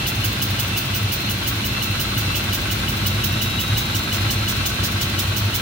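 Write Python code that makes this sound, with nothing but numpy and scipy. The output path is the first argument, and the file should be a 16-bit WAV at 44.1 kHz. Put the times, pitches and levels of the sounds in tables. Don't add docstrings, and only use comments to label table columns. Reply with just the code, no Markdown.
import sys
import numpy as np
from scipy import signal
from scipy.fft import rfft, irfft, next_fast_len
from scipy.io import wavfile
from scipy.ndimage import map_coordinates

SR = 44100
rng = np.random.default_rng(int(sys.argv[2]) if len(sys.argv) > 2 else 0)


def wav_record(signal):
    frames = np.transpose(np.atleast_2d(signal))
    bounded = np.clip(frames, -1, 1)
    quanta = np.round(bounded * 32767).astype(np.int16)
    wavfile.write(sys.argv[1], SR, quanta)


N = 247401
TIME = np.arange(N) / SR

# (pitch [Hz], level [dB], time to fade 60 dB [s])
FRAME_NOTES = [(647, -4, 0.013), (932, -16, 0.056), (1117, 0.5, 0.028), (1327, 1, 0.04), (1493, 1, 0.027),
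               (1584, -2.5, 0.031), (1660, -22, 0.044), (1968, -0.5, 0.026), (2353, -5.5, 0.048),
               (3000, -30, .025), (3534, -3.5, 0.08), (4030, 0.5, 0.03)]
# (time [s], level [dB])
CRANK_NEARNESS = [(0, 0), (1.2, -2), (2, 1.5), (2.7, 2), (3.5, 1), (4.5, 3), (5.6, 0.5)]
# (time [s], exhaust rush [dB], exhaust fizz [dB], exhaust left minus right [dB], valve squeak [dB])
CYLINDER_LEVELS = [(0, -28.5, -25.5, -3.3, -27), (1.1, -29, -25.5, -3, -27.5), (1.7, -31, -27, -4, -25.5),
                   (2.4, -27.5, -26.5, -5, -27), (2.95, -30, -28.5, -6, -24.5), (3.5, -27, -25, -5, -25),
                   (4.3, -26.5, -28, -3.3, -25.5), (4.9, -24.5, -25.5, -3, -29), (5.6, -28, -26.5, -4, -29)]


def amp(db):
    return 10 ** (np.asarray(db) / 20)


def unit(x):
    return x / np.sqrt(np.mean(x ** 2) + 1e-20)


def along(points, hz):
    f, v = np.transpose(points)
    return np.interp(np.log(hz + 1), np.log(f + 1), v)


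def curves(rows):
    times, *columns = np.transpose(rows)
    return [np.interp(TIME, times, column) for column in columns]


def wobble(rate):
    points = rng.standard_normal(int(N * rate / SR) + 4)
    return map_coordinates(points, [TIME * rate], mode="nearest")


def filtered(x, response):
    size = next_fast_len(N + SR // 2)
    return irfft(rfft(x, size) * response(np.fft.rfftfreq(size, 1 / SR)), size)[..., :N]


def add(track, s, sound):
    start = round(s * SR)
    a, b = max(start, 0), min(start + sound.shape[-1], N)
    if b > a:
        track[..., a:b] += sound[..., a - start:b - start]


def noise(spectrum, likeness):
    def colour(hz):
        angle = np.arccos(np.clip(along(likeness, hz), -1, 1)) / 2
        return amp(along(spectrum, hz)) * [np.cos(angle), np.sin(angle)]
    mid, side = filtered(rng.standard_normal((2, N)), colour)
    return unit(np.array([mid + side, mid - side]))


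def tone(hz):
    return np.sqrt(2) * np.sin(2 * np.pi * (np.cumsum(hz * np.ones(N)) / SR + rng.random()))


def workshop(drone_db=3, rush_db=-26.5, echo_db=-5, waver_db=0.5):
    # (frequency [Hz], level [dB])
    drone_colour = [(15, -45), (30, -28), (40, -9), (52, -10), (66, -2), (80, -4.5), (105, -4), (130, -0.5),
                    (160, -7.5), (205, -5), (250, -11), (300, -10), (350, -13.5), (420, -22), (600, -26),
                    (900, -34)]
    air_colour = [(240, -25), (400, -5.5), (800, -4), (1250, -4.5), (1500, 0.5), (1790, -5.5), (2000, -2.5),
                  (2630, 0.5), (3120, -1), (3950, -0.5), (4440, -6.5), (5900, -10), (7500, -18),
                  (9900, -18), (10900, -23.5), (15200, -19), (16200, -55)]
    # (frequency [Hz], likeness [1 = the same])
    likeness = [(100, 0.98), (250, 0.92), (500, 0.84), (1000, 0.054), (4000, -0.13), (12000, -0.13)]
    # (frequency [Hz], left minus right [dB])
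    air_lean = [(1200, -1), (2000, 3), (3200, -0.5), (4400, 1.5), (6500, 2), (8000, -4), (15000, -6)]
    # (pitch [Hz], level [dB])
    hum_tones = [(49.5, -44.5), (59, -40), (91.6, -34.5), (204, -39.5), (234, -44), (337, -47), (360, -50),
                 (452, -59.5)]
    # (time [s], drone [dB], hum [dB])
    machine_levels = [(0, -31.5, -1.5), (1.4, -31, -4), (2.4, -30, 0.5), (4.2, -30.5, 1.5), (5.6, -32, 1)]
    low_db, hum_db = curves(machine_levels)
    drone = amp(low_db + drone_db) * noise(drone_colour, likeness)
    air = noise(air_colour, likeness)
    air = filtered(air, lambda hz: amp(along(air_lean, hz) * np.array([[1], [-1]]) / 2))
    rush = amp(rush_db + 0.47 * wobble(12)) * unit(air + amp(echo_db) * room(air))
    hum = sum(amp(db + hum_db + waver_db * wobble(1.466)) * tone(hz + .3 * wobble(1.95))
              for hz, db in hum_tones)
    return drone + boom() + rush + hum


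def boom(pitch_hz=103.9, width_hz=19, rumble_db=-32.5, waver_db=3.0, swell_db=-1.5, edge_s=.025):
    # (pitch [Hz], level [dB])
    boom_tones = [(96.4, -36.5), (100.5, -39), (112.9, -40.5), (120, -41.5), (126.2, -42)]
    # (start [s], length [s], level [dB])
    swells = [(0.174, 0.034, -25), (0.277, 0.028, -23), (0.485, 0.046, -23.5), (0.729, 0.026, -24),
              (1.022, 0.028, -21), (1.259, 0.036, -20.5), (2.45, 0.052, -22.5), (3.003, 0.032, -22),
              (3.312, 0.055, -22.5), (3.706, 0.053, -19.5), (3.967, 0.03, -23), (4.201, 0.068, -20.5),
              (4.412, 0.047, -21.5), (4.869, 0.038, -24.5), (4.959, 0.066, -25), (5.188, 0.031, -22.5),
              (5.294, 0.036, -24), (5.399, 0.092, -19.5)]
    band = lambda hz: 1 / (1 + (2 * (hz - pitch_hz) / width_hz) ** 4)
    rumble = unit(filtered(rng.standard_normal(N), band))
    tones = sum(amp(db + waver_db * wobble(2)) * tone(hz) for hz, db in boom_tones)
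    swell = sum(amp(db) * np.interp(TIME, [s - edge_s, s, s + length, s + length + edge_s], [0, 1, 1, 0])
                for s, length, db in swells)
    return amp(rumble_db) * rumble + tones + amp(swell_db) * swell * tone(pitch_hz)


def whine(level_db=-1, fade_db=2, whistle_db=-0.8, waver_hz=7, flicker_db=4, drift_hz=.4):
    # (pitch [Hz], level [dB])
    drive_tones = [(3833, -1), (3944, -4), (4055, -1), (4166, 4)]
    # (time [s], lowest tone [dB], upper tones [dB])
    swells = [(0, -45.0, -44.6), (0.95, -50.0, -48.5), (1.25, -35, -39), (1.47, -44, -48), (1.8, -39, -40),
              (2.15, -48.8, -41), (2.75, -51, -50), (3.1, -38, -49), (3.6, -30.5, -47), (4.3, -41, -41),
              (5.6, -46, -44.5)]
    # (time [s], level [dB])
    whistle_levels = [(0, -36.5), (0.57, -47), (0.68, -33.5), (1.22, -41.5), (1.6, -49), (1.77, -35.5),
                      (2.05, -41.5), (2.3, -33.8), (2.6, -44), (2.9, -42), (3.6, -40), (3.95, -53.7),
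                      (4.5, -43.9), (5.6, -47.0)]
    lowest_db, upper_db = curves(swells)
    drive = np.zeros((2, N))
    for k, (hz, db) in enumerate(drive_tones):
        at_mics = [amp(fade_db * wobble(2.52)) * tone(hz + drift_hz * wobble(1.495)) for _ in range(2)]
        drive += amp(db + level_db + (upper_db if k else lowest_db)) * np.array(at_mics)
    flicker = flicker_db * np.array([wobble(21.37), wobble(15)])
    whistle = amp(curves(whistle_levels)[0] + whistle_db + flicker) * tone(2686 + waver_hz * wobble(30))
    return drive + whistle


def room(x):
    # (frequency [Hz], time to fade 60 dB [s])
    fade_times = [(200, 0.22), (2000, 0.29), (12000, 0.29)]
    hz, t, spectrum = signal.stft(rng.standard_normal((2, SR // 2)), SR, nperseg=256)
    tail = signal.istft(spectrum * amp(-60 * t / along(fade_times, hz)[:, None]), SR, nperseg=256)[1]
    return signal.fftconvolve(x, tail / np.linalg.norm(tail[0]), axes=1)[:, :N]


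def crank(first_squeak_s=0.0646):
    # (time [s], speed [turns a minute])
    speed = [(0, 340.8), (1, 342.8), (2.4, 338.8), (3.4, 337.6), (5.6, 340.4)]
    turns = np.cumsum(curves(speed)[0]) / SR / 60
    return turns - np.interp(first_squeak_s, TIME, turns)


def turn_starts():
    turns = crank()
    return np.interp(np.arange(np.ceil(turns[-1])), turns, TIME)


def rubbing(level_db=-38, stroke_db=-0.5):
    frame = lambda f: sum(amp(db) / (1 + 2j * np.pi * (f - hz) * fade_s / np.log(1000))
                          for hz, db, fade_s in FRAME_NOTES)
    ring = unit(filtered(rng.standard_normal((2, N)), frame))
    strokes = np.cos(2 * np.pi * 2 * crank())
    return amp(level_db + curves(CRANK_NEARNESS)[0] + stroke_db * strokes) * ring


def bearings(level_db=-34.5, jitter_s=.0012, tick_db=-8, force_vary_db=1.2, note_vary_db=1.5):
    # (time after the valve moves [s], level [dB])
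    knocks = [(.047, 2), (.057, 3.5), (.121, -1), (.129, 3.5), (.134, 1.5), (.14, 2.5)]
    out, t = np.zeros((2, N)), np.arange(SR // 10) / SR
    hz, db, fade_s = np.transpose(FRAME_NOTES)[:, :, None]
    attack = 1 - np.exp(-t / 0.00019)
    starts = turn_starts()
    for s in [2 * starts[0] - starts[1], *starts]:
        for after, knock_db in knocks:
            late, force = rng.standard_normal(2)
            strength = amp(db + note_vary_db * rng.standard_normal(hz.shape) - 60 * t / fade_s)
            phase = 1.1 * rng.standard_normal((2, len(hz), 1))
            ring = (strength * np.sin(2 * np.pi * hz * t + phase)).sum(1)
            tick = amp(tick_db - 60 * t / 0.0083) * rng.standard_normal((2, len(t)))
            knock = amp(knock_db + force_vary_db * force) * (ring + tick) * attack
            add(out, s + after + jitter_s * late, knock)
    softened = filtered(out, lambda hz: 1 / (1 + 1j * hz / 6000))
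    return amp(level_db + curves(CRANK_NEARNESS)[0]) * softened


def valve(level_db=2.0, vary_db=1.2, pitch_hz=2925, detune_hz=12, glide_hz=30, width_s=0.0035):
    out, t = np.zeros((2, N)), np.arange(-SR // 50, SR // 20) / SR
    swell = np.exp(-(t / width_s) ** 2 / 2)
    ring_on = 0.29 * (t > 0) * amp(-60 * t / 0.16)
    shape = np.maximum(swell, ring_on)
    for s in turn_starts():
        detune, force = rng.standard_normal(2)
        hz = pitch_hz + detune_hz * detune + glide_hz * np.tanh(t / width_s)
        phase = 2 * np.pi * (np.cumsum(hz) / SR + rng.random()) + np.array([[0], [.7]])
        add(out, s + t[0], amp(vary_db * force) * np.sqrt(2) * shape * np.sin(phase))
    return amp(level_db + curves(CYLINDER_LEVELS)[-1]) * out


def port_flow(t, attack_s=.0055, fall_db_per_s=800):
    # (time [s], hold [s], level [dB])
    puffs = [(.009, 0.014, 0), (.03, 0.014, -9), (.091, .002, -10.5), (0.147, .002, -18)]
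    rise = lambda s: np.exp(-(np.minimum(t - s, 0) / attack_s) ** 2 / 2)
    fall = lambda s: amp(-fall_db_per_s * np.maximum(t - s, 0))
    return np.sqrt(sum((amp(db) * rise(s) * fall(s + hold)) ** 2 for s, hold, db in puffs))


def exhaust(rush_db=1, fizz_db=4.5, vary_db=0.54, flutter_db=1.9, rush_pan=0.64):
    # (frequency [Hz], level [dB])
    rush_colour = [(1500, -13), (2700, -8.5), (3400, 2.5), (4500, -3.5), (5600, 1.5), (6600, -1),
                   (7600, -6), (9500, -7), (11000, -24), (16000, -24)]
    fizz_colour = [(6000, -37), (8000, -26), (9600, -11), (11000, -13), (13000, -8), (14700, -3),
                   (15550, 3.5), (16200, -3.5)]
    flow, t = np.zeros(N), np.arange(-SR // 50, SR // 5) / SR
    for s in turn_starts():
        add(flow, s + t[0], amp(vary_db * rng.standard_normal()) * port_flow(t))
    low_db, high_db, pan_db, _ = curves(CYLINDER_LEVELS)
    sides_db = np.array([pan_db, -pan_db]) / 2
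    flutter = amp(flutter_db * wobble(70))
    likeness = [(1000, 0.13)]
    rush = amp(low_db + rush_db + rush_pan * sides_db) * bench(noise(rush_colour, likeness))
    fizz = amp(high_db + fizz_db + sides_db) * bench(noise(fizz_colour, likeness))
    return flutter * (flow * rush + flow ** 1.04 * fizz)


def bench(x, bounce=0.81, right_delay_ratio=1.13):
    # (time [s], delay [ms])
    echo_delays = [(0, 0.55), (1.2, 0.59), (2.2, 0.75), (3, 1.05), (4, 0.725), (4.6, 1.11), (5.6, 1.15)]
    delay = curves(echo_delays)[0] * SR / 1000
    samples = np.arange(N)
    echo = [np.interp(samples - delay * ratio, samples, side)
            for side, ratio in zip(x, (1, right_delay_ratio))]
    return unit(x + bounce * np.array(echo))


def scene(room_db=-11):
    engine = exhaust() + valve() + bearings() + rubbing()
    return engine + amp(room_db) * room(engine) + workshop() + whine()


def record(dry, smooth_s=0.015, threshold_db=-11, top_hz=15850):
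    treble = np.mean(np.diff(dry, prepend=0) ** 2, axis=0)
    keep = np.exp(-1 / (smooth_s * SR))
    power = signal.lfilter([1 - keep], [1, -keep], treble)
    gain = 1 / np.sqrt(1 + power / amp(2 * threshold_db))
    return filtered(dry * gain, lambda hz: 1 / (1 + (hz / top_hz) ** 300))


dry = scene()
out = record(dry)
wav_record(out)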